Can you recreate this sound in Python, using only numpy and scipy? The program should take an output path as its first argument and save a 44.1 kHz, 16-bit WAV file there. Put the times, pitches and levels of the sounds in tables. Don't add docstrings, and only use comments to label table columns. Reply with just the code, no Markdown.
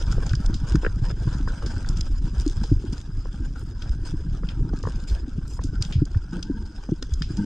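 import sys
import numpy as np
from scipy import signal
from scipy.fft import rfft, irfft
from scipy.io import wavfile
from scipy.ndimage import uniform_filter1d

SR = 44100
rng = np.random.default_rng(int(sys.argv[2]) if len(sys.argv) > 2 else 0)


def to_wav(s):
    ch = np.atleast_2d(s).T
    pcm = np.round(np.clip(ch, -1, 1) * 32767)
    wavfile.write(sys.argv[1], SR, pcm.astype(np.int16))


N = 328545
TIME_S = np.arange(N) / SR
HZ = np.fft.rfftfreq(8192, 1 / SR)

# (time [s], slow surge [dB], quicker churn [dB])
WATER_FLOW = [(0.1, -25, -33), (0.43, -29, -36), (2.69, -29.5, -37), (3.46, -36, -41.5), (3.99, -33.5, -39),
              (4.7, -31.5, -35.5), (5.22, -34.5, -42.5), (5.65, -31, -37.5), (6.27, -35.5, -46),
              (6.55, -35, -40.5), (6.85, -36, -51.5), (7.42, -33.5, -37.5)]
# (time [s], dull scrape [dB], gritty hiss [dB])
BACKGROUND_RUB = [(0.0, -46, -49.5), (0.42, -48.5, -56.5), (0.8, -51.5, -58), (1.22, -52, -56),
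                  (1.6, -44.5, -52), (2.05, -54.5, -55.5), (3.15, -56, -59.5), (4.85, -55, -61),
                  (6.25, -57, -62), (7.07, -58.5, -60), (7.45, -51.5, -53)]
# (time [s], length [s], level [dB], brightness [dB/octave])
RUB_STROKES = [(0.11, 0.025, -40, -2.5), (0.667, 0.11, -44, -1), (0.811, 0.073, -45.5, -4),
               (1.099, 0.022, -40.5, -2), (1.267, 0.17, -49.5, -4), (1.956, 0.098, -52.5, 0.5),
               (2.342, 0.42, -50, 1.5), (2.92, 0.11, -50, 1.5), (3.571, 0.15, -66, 22),
               (3.812, 0.088, -51.5, 0), (4.046, 0.077, -46, 1), (4.86, 0.19, -52, 0),
               (5.071, 0.11, -47, 0.5), (5.468, 0.12, -53, 9.5), (5.806, 0.11, -47.5, 0.5),
               (6.323, 0.085, -48.5, -3)]
# (time [s], nominal peak [dB], base pitch [Hz], hollow's ringing [dB])
CASE_THUMPS = [(0.3322, -11.5, 112, -42), (0.441, -11.5, 29.8, -49), (0.494, -18.5, 202, -28),
               (0.5242, -16, 50, -37), (0.711, -11.5, 58, -32), (0.7445, -7.5, 145, -14.5),
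               (0.7602, -12.5, 43.3, -47), (0.8288, -14.5, 35.7, -31), (1.0176, -13.5, 109, -39),
               (1.2687, -11, 117, -29), (1.3994, -31, 150, -26), (2.098, -12, 35.2, -35),
               (2.3688, -16, 56.4, -49), (2.4616, -17, 44, -14.5), (2.7138, -7, 110.6, -14),
               (2.84, -24, 247, -26.5), (2.9254, -19.5, 183, -30.5), (3.401, -17.5, 45, -29.5),
               (3.8883, -12.5, 51, -49), (4.1353, -18.5, 125, -25.5), (4.7322, -19.5, 178, -26.5),
               (5.1078, -11.5, 52.6, -43), (5.2753, -32, 47.6, -26), (5.38, -17, 156, -32.5),
               (5.6419, -22.5, 36, -23), (5.731, -32, 290, -40), (5.802, -15, 103, -39),
               (5.954, -9, 110.6, -49), (5.975, -11, 81, -39), (6.0164, -9.5, 131, -15.5),
               (6.1575, -9, 88.3, -37.5), (6.498, -15.5, 219, -15.5), (6.8888, -18, 221, -35),
               (6.917, -12.5, 158, -17.5), (7.0205, -31, 50.3, -31), (7.119, -13, 66, -58),
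               (7.2102, -17, 142, -43), (7.3009, -20, 135, -29)]
# (time [s], nominal peak [dB], wall pitch [Hz], hollow's ringing [dB])
WALL_KNOCKS = [(0.18, -38, 920, -25), (0.335, -27, 1500, -51), (0.755, -25, 1430, -46),
               (0.832, -35, 920, -27.5), (0.8478, -19.5, 1520, -22), (0.864, -18, 1610, -19),
               (1.103, -33, 1330, -43), (1.475, -28.5, 1040, -33), (1.8465, -33, 1450, -54),
               (2.636, -33.5, 850, -39), (3.255, -35.5, 1010, -34), (4.433, -37, 1240, -33),
               (4.7317, -36, 696, -32.5), (4.837, -33, 1110, -28.5), (4.852, -28.5, 1010, -46),
               (4.871, -28, 1040, -23.5), (4.885, -37, 1030, -41), (5.591, -31.5, 1010, -34),
               (6.1458, -36.5, 1430, -48), (6.889, -39.5, 790, -30.5), (7.025, -34, 1410, -34.5),
               (7.22, -28, 1570, -59)]
# (time [s], nominal peak [dB], centre [Hz], scatter re crush [dB])
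GRIT_CLICKS = [(0.122, -32, 5400, -12), (0.2643, -35, 5900, -11), (0.293, -33.5, 4440, -6),
               (0.332, -36.5, 4900, -14), (0.352, -30, 4900, -21), (0.4605, -31.5, 5850, -29),
               (0.5417, -31.5, 4620, -6), (0.755, -33, 5030, -24), (1.6613, -34, 4970, -1),
               (1.888, -30, 6300, -37), (1.9714, -35, 5640, -22), (2.0088, -25, 5330, -34),
               (2.4772, -31.5, 5600, -34), (2.6373, -34.5, 4600, -8), (2.929, -37.5, 4200, -16),
               (3.821, -36, 3570, -13), (4.488, -32.5, 2770, -6), (4.788, -44, 5500, -27),
               (4.829, -38, 4950, -7), (6.053, -39.5, 5850, -30), (5.637, -35, 6250, -6),
               (5.823, -20, 4870, -23), (5.924, -33, 3100, -1), (6.427, -28, 4400, -22),
               (7.025, -27.5, 4730, -22), (7.137, -33, 5800, -23), (7.2205, -24.5, 3500, -10.5),
               (7.3698, -35, 5160, -11)]
# (time [s], length [s], hum before pressure [dB], mean pitch [Hz], whine before pressure [dB])
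CASE_GROANS = [(6.322, 0.079, -32.5, 313, -54), (6.326, 0.11, -30.5, 179, -61.5),
               (6.44, 0.36, -38.5, 210, -60.5), (7.372, 0.17, -22.5, 204, -52.5)]
# (frequency before glide [Hz], level [dB])
WHINE_MODES = [(460, -1), (930, -1.5), (1570, 0.5)]
# (time [s], level before rise and decay [dB], decay time [s])
GRIP_SHIFTS = [(1.611, -31, 0.12), (2.824, -18, 0.027), (4.54, -34.5, 0.19)]
# (frequency [Hz], gain [dB])
SURGE_COLOUR = [(10, -13.5), (22, 2.5), (48, 1.5), (75, -10.5), (130, -40.5), (500, -100)]
# (frequency [Hz], gain [dB])
SCRAPE_COLOUR = [(250, -15), (450, -0.5), (690, -8.5), (1100, -9), (1560, -1), (1950, -18.5), (2800, -23),
                 (12000, -92.5)]
# (frequency [Hz], gain [dB])
GRIT_COLOUR = [(900, -25), (2000, -7), (2900, 0.5), (4200, -2.5), (7200, -6.5), (8800, -6), (9900, -23),
               (12800, -26), (15000, -66)]
# (frequency [Hz], width [Hz], lift [dB])
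CASE_MODES = [(810, 30, 5), (950, 127, 6.5), (1440, 510, 2), (3350, 330, 5), (5022, 270, 17.5),
              (6060, 460, 7.5), (7020, 560, 8)]
# (frequency [Hz], side re mid [dB])
SIDE_RE_MID = [(100, -43), (260, -29.5), (600, -3), (1400, -12.5), (2400, 0), (4500, -9), (9000, -11.5)]
# (frequency [Hz], left re right [dB])
LEFT_RE_RIGHT = [(150, 0), (450, 2), (740, -1), (1300, 0), (2500, 4.5), (3400, 3), (5200, -2), (8000, 2),
                 (12000, 0)]

SURGE_DB, CHURN_DB, SCRAPE_DB, HISS_DB = 4, 5.5, 1, 1.5
BOOM_DB, BOOM_FOLLOWS, CHURN_REF_DB = -44.5, 0.62, -36
GRIP_RISE_S = 0.096
HOLLOW_HZ, HOLLOW_RISE_S = 310.2, 0.0071
RISE_CYCLES = 0.81
WALL_WAVER = 0.028
BAND_LIMIT_HZ = 15700


def amp(db):
    return 10 ** (np.asarray(db) / 20)


def evened(x):
    return x / np.sqrt(np.mean(x ** 2) + 1e-20)


def read(points, hz):
    f, value = np.transpose(points)
    return np.interp(np.log(hz + 1), np.log(f + 1), value)


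def level(table, axis):
    columns = np.transpose(table)
    return amp(np.interp(TIME_S, columns[0], columns[axis]))


def add(mix, time_s, sound):
    part = mix[max(round(time_s * SR), 0):][:len(sound)]
    part += sound[:len(part)]


def colour(x, db):
    log_gain = np.log(amp(np.maximum(db, db.max() - 100)))
    circle = np.concatenate([log_gain, log_gain[-2:0:-1]])
    response = np.exp(np.conj(signal.hilbert(circle)))
    taps = np.fft.ifft(response).real[:len(HZ)]
    return signal.oaconvolve(x, taps)[:len(x)]


def wander(rate_hz):
    hz = np.fft.rfftfreq(N, 1 / SR)
    shape = hz / (hz + 2) * np.exp(-(hz / rate_hz) ** 2)
    return evened(irfft(rfft(rng.standard_normal(N)) * shape, N))


def hump(centre_hz, octaves):
    return np.exp(-(np.log2((HZ + 1) / centre_hz) / octaves) ** 2)


def case_db():
    lift = sum((amp(db) - 1) / np.hypot(1, 2 * (HZ - hz) / width_hz) ** 2
               for hz, width_hz, db in CASE_MODES)
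    return 20 * np.log10(1 + lift)


def swing(hz, u, sag):
    turns = np.cumsum(hz * (1 + sag * np.tanh(1 - u))) / SR
    return (u * np.exp(1 - u)) ** 2 * np.sin(2 * np.pi * turns)


def gurgle(centre_hz, octaves, cycles, spread_db, count, glide=0.19):
    out, t = np.zeros(N), np.arange(SR // 8) / SR
    chances = 2 * np.tanh(rng.standard_normal((count, 4)) / 2)
    for k, (late, pitch, size, bend) in enumerate(chances):
        hz = centre_hz * 2 ** (octaves * pitch)
        time_s = (k + late / 2) / count * N / SR
        add(out, time_s, amp(spread_db * size) * swing(hz, t * hz / cycles, glide * bend))
    return evened(out)


def handling():
    push = amp(BOOM_DB) * (level(WATER_FLOW, axis=2) / amp(CHURN_REF_DB)) ** BOOM_FOLLOWS
    for time_s, db, decay_s in GRIP_SHIFTS:
        t = np.maximum(TIME_S - time_s, 0)
        push = np.hypot(push, amp(db) * np.minimum(t / GRIP_RISE_S, 1) * np.exp(-t / decay_s))
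    return push


def water():
    swell = amp(2.02 * wander(rate_hz=13.2))
    surge = evened(colour(rng.standard_normal(N), read(SURGE_COLOUR, HZ)))
    surge = amp(SURGE_DB) * level(WATER_FLOW, axis=1) * surge
    churn = gurgle(centre_hz=103.2, octaves=0.47, cycles=0.72, spread_db=4.5, count=420)
    churn = amp(CHURN_DB) * level(WATER_FLOW, axis=2) * churn
    boom = handling() * gurgle(centre_hz=275.0, octaves=0.28, cycles=1.46, spread_db=4.0, count=900)
    return swell * (surge + churn + boom)


def grains(per_s, spread_db, smooth):
    size = amp(spread_db * np.minimum(rng.exponential(1, N), 4))
    hits = size * rng.choice([-1, 1], N) * (rng.random(N) < per_s / SR)
    return evened(evened(hits) + smooth * rng.standard_normal(N))


def patchy(x, depth_db, size):
    z = signal.stft(x, nperseg=size)[2]
    patches = uniform_filter1d(rng.standard_normal(z.shape), size=5, axis=0)
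    patches = uniform_filter1d(patches, size=4, axis=1)
    return evened(signal.istft(z * amp(depth_db * evened(patches)), nperseg=size)[1][:N])


def rubbing(arch=0.22, peak_early=0.18, ring=0.98):
    spurts = wander(rate_hz=28)
    coarse = grains(per_s=500, spread_db=2.5, smooth=1.0)
    coarse = coarse * amp(2.9 * spurts + 1.4 * wander(rate_hz=49))
    fine = grains(per_s=780, spread_db=7, smooth=1.6) * amp(2.8 * spurts)
    crackle = grains(per_s=760, spread_db=10.0, smooth=0.86) * amp(2.6 * wander(rate_hz=17.6))
    grit_db = read(GRIT_COLOUR, HZ)
    scrape = patchy(colour(coarse, read(SCRAPE_COLOUR, HZ) + case_db()), depth_db=3.5, size=1024)
    hiss = patchy(colour(fine, grit_db + case_db()), depth_db=3.3, size=512)
    loose = patchy(colour(crackle, grit_db + ring * case_db()), depth_db=4, size=512)
    out = amp(SCRAPE_DB) * level(BACKGROUND_RUB, axis=1) * scrape
    out += amp(HISS_DB) * level(BACKGROUND_RUB, axis=2) * hiss
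    for time_s, length_s, db, bright_db in RUB_STROKES:
        u = np.linspace(0, 1, round(max(length_s, .01) * SR))
        start = rng.integers(N // 2)
        sand = evened(scrape[start:][:len(u)]) + evened(loose[start:][:len(u)])
        sand = colour(sand, bright_db * np.log2(np.clip(HZ, 1500, 12000)))
        pressure = abs(np.sin(np.pi * u ** peak_early)) ** arch
        pressure = pressure * np.minimum(u * length_s / .008, 1)
        add(out, time_s, amp(db) * evened(pressure * sand))
    return out


def groans(glide=0.0776, glide_s=0.0213, waver=0.029, rough_db=5.5, catch_s=0.0072, overtone_db=-8):
    out, slips = np.zeros(N), wander(rate_hz=50)

    def tone(hz, unsteady, flutter_db):
        bend, grip = (slips[start:][:len(hz)] for start in rng.integers(N // 2, size=2))
        turns = np.cumsum(hz * (1 + unsteady * bend)) / SR
        return evened(amp(flutter_db * grip) * np.sin(2 * np.pi * turns))

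    for time_s, length_s, db, hz, whine_db in CASE_GROANS:
        t = np.arange(round(length_s * SR)) / SR
        tighten = 1 - glide * np.exp(-t / glide_s)
        whine = sum(amp(mode_db) * tone(mode_hz * tighten, WALL_WAVER, rough_db)
                    for mode_hz, mode_db in 2 * WHINE_MODES)
        hum = tone(np.full(len(t), hz), waver, rough_db)
        hum = hum + amp(overtone_db) * tone(HOLLOW_HZ * tighten, waver, rough_db)
        pressure = np.minimum(t / catch_s, 1) * (1 - (t / length_s) ** 2)
        add(out, time_s, pressure * (amp(db) * hum + amp(whine_db) * whine))
    return out


def contact(body_db, focus, crush_s, tail_db, tail_s):
    t = np.arange(SR // 10) / SR
    u = t / crush_s
    envelope = u * np.exp(1 - u) + amp(tail_db) * np.exp(-t / tail_s)
    force = rng.standard_normal(len(t)) * envelope
    sound = colour(force, body_db + 20 * np.log10(focus))
    return sound / np.sqrt(2 * uniform_filter1d(sound ** 2, SR // 400).max())


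def clicks():
    out = np.zeros(N)
    body = [(400, -5.0), (2500, 4.0), (8000, -0.5), (10000, -8.5), (13000, -14), (15000, -44.0)]
    body_db = read(body, HZ) + 0.79 * case_db()
    for time_s, db, hz, scatter_db in GRIT_CLICKS:
        focus = hump(hz, octaves=0.82) + amp(-21)
        tick = contact(body_db, focus, crush_s=0.0012, tail_db=scatter_db, tail_s=0.029)
        add(out, time_s, amp(db) * tick)
    return out


def knocks(rise_cycles=1.7, upper_ratio=1.696, upper_db=-15, ring_db=-25, ring_s=0.0051,
           hollow_hz=450, hollow_rise_s=0.0027):
    out, t = np.zeros(N), np.arange(SR // 10) / SR
    body_db = read([(300, -22), (900, 8.5), (1850, 17.0), (2200, -8), (12000, -45)], HZ)
    for time_s, db, hz, hollow_db in WALL_KNOCKS:
        u = t * hz / rise_cycles
        wall = swing(hz, u, 0) + amp(upper_db) * swing(hz * upper_ratio, u, 0)
        wall = wall + amp(ring_db) * swing(hz, t / ring_s, 0)
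        focus = hump(hz, octaves=0.7) + amp(-16)
        grit = amp(-9) * contact(body_db, focus, crush_s=.0013, tail_db=-15, tail_s=.012)
        hollow = amp(hollow_db) * swing(hollow_hz, t / hollow_rise_s, 0)
        add(out, time_s, amp(db) * (wall + grit) + hollow)
    return out


def thumps(sag=0.08, push_db=-9, detune=0.11):
    out, t = np.zeros(N), np.arange(SR // 6) / SR
    offsets = 2 * rng.random(len(CASE_THUMPS)) - 1
    for (time_s, db, hz, ring_db), offset in zip(CASE_THUMPS, offsets):
        u = t * hz / RISE_CYCLES
        push = amp(push_db) * u ** 2 * (1 - u / 2) * np.exp(2 - 1.5 * u)
        hollow = swing(HOLLOW_HZ * (1 + detune * offset), t / HOLLOW_RISE_S, sag)
        add(out, time_s, amp(db) * (swing(hz, u, sag) + push) + amp(ring_db) * hollow)
    return out


def scene():
    mid = water() + rubbing() + groans() + clicks() + knocks() + thumps()
    mid = mid * np.clip((TIME_S[-1] - TIME_S) / .006, 0, 1)
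    z = signal.stft(colour(mid, read(SIDE_RE_MID, HZ)), nperseg=256)[2]
    scrambled = z * np.exp(2j * np.pi * rng.random(z.shape))
    side = np.sqrt(2) * signal.istft(scrambled)[1][:N]
    half_lean_db = read(LEFT_RE_RIGHT, HZ) / 2
    return np.array([colour(mid + side, half_lean_db), colour(mid - side, -half_lean_db)])


def record(dry):
    taps = signal.firwin(511, BAND_LIMIT_HZ, window=("kaiser", 9), fs=SR)
    return signal.oaconvolve(dry, taps[None], "same")


dry = scene()
out = record(dry)
to_wav(out)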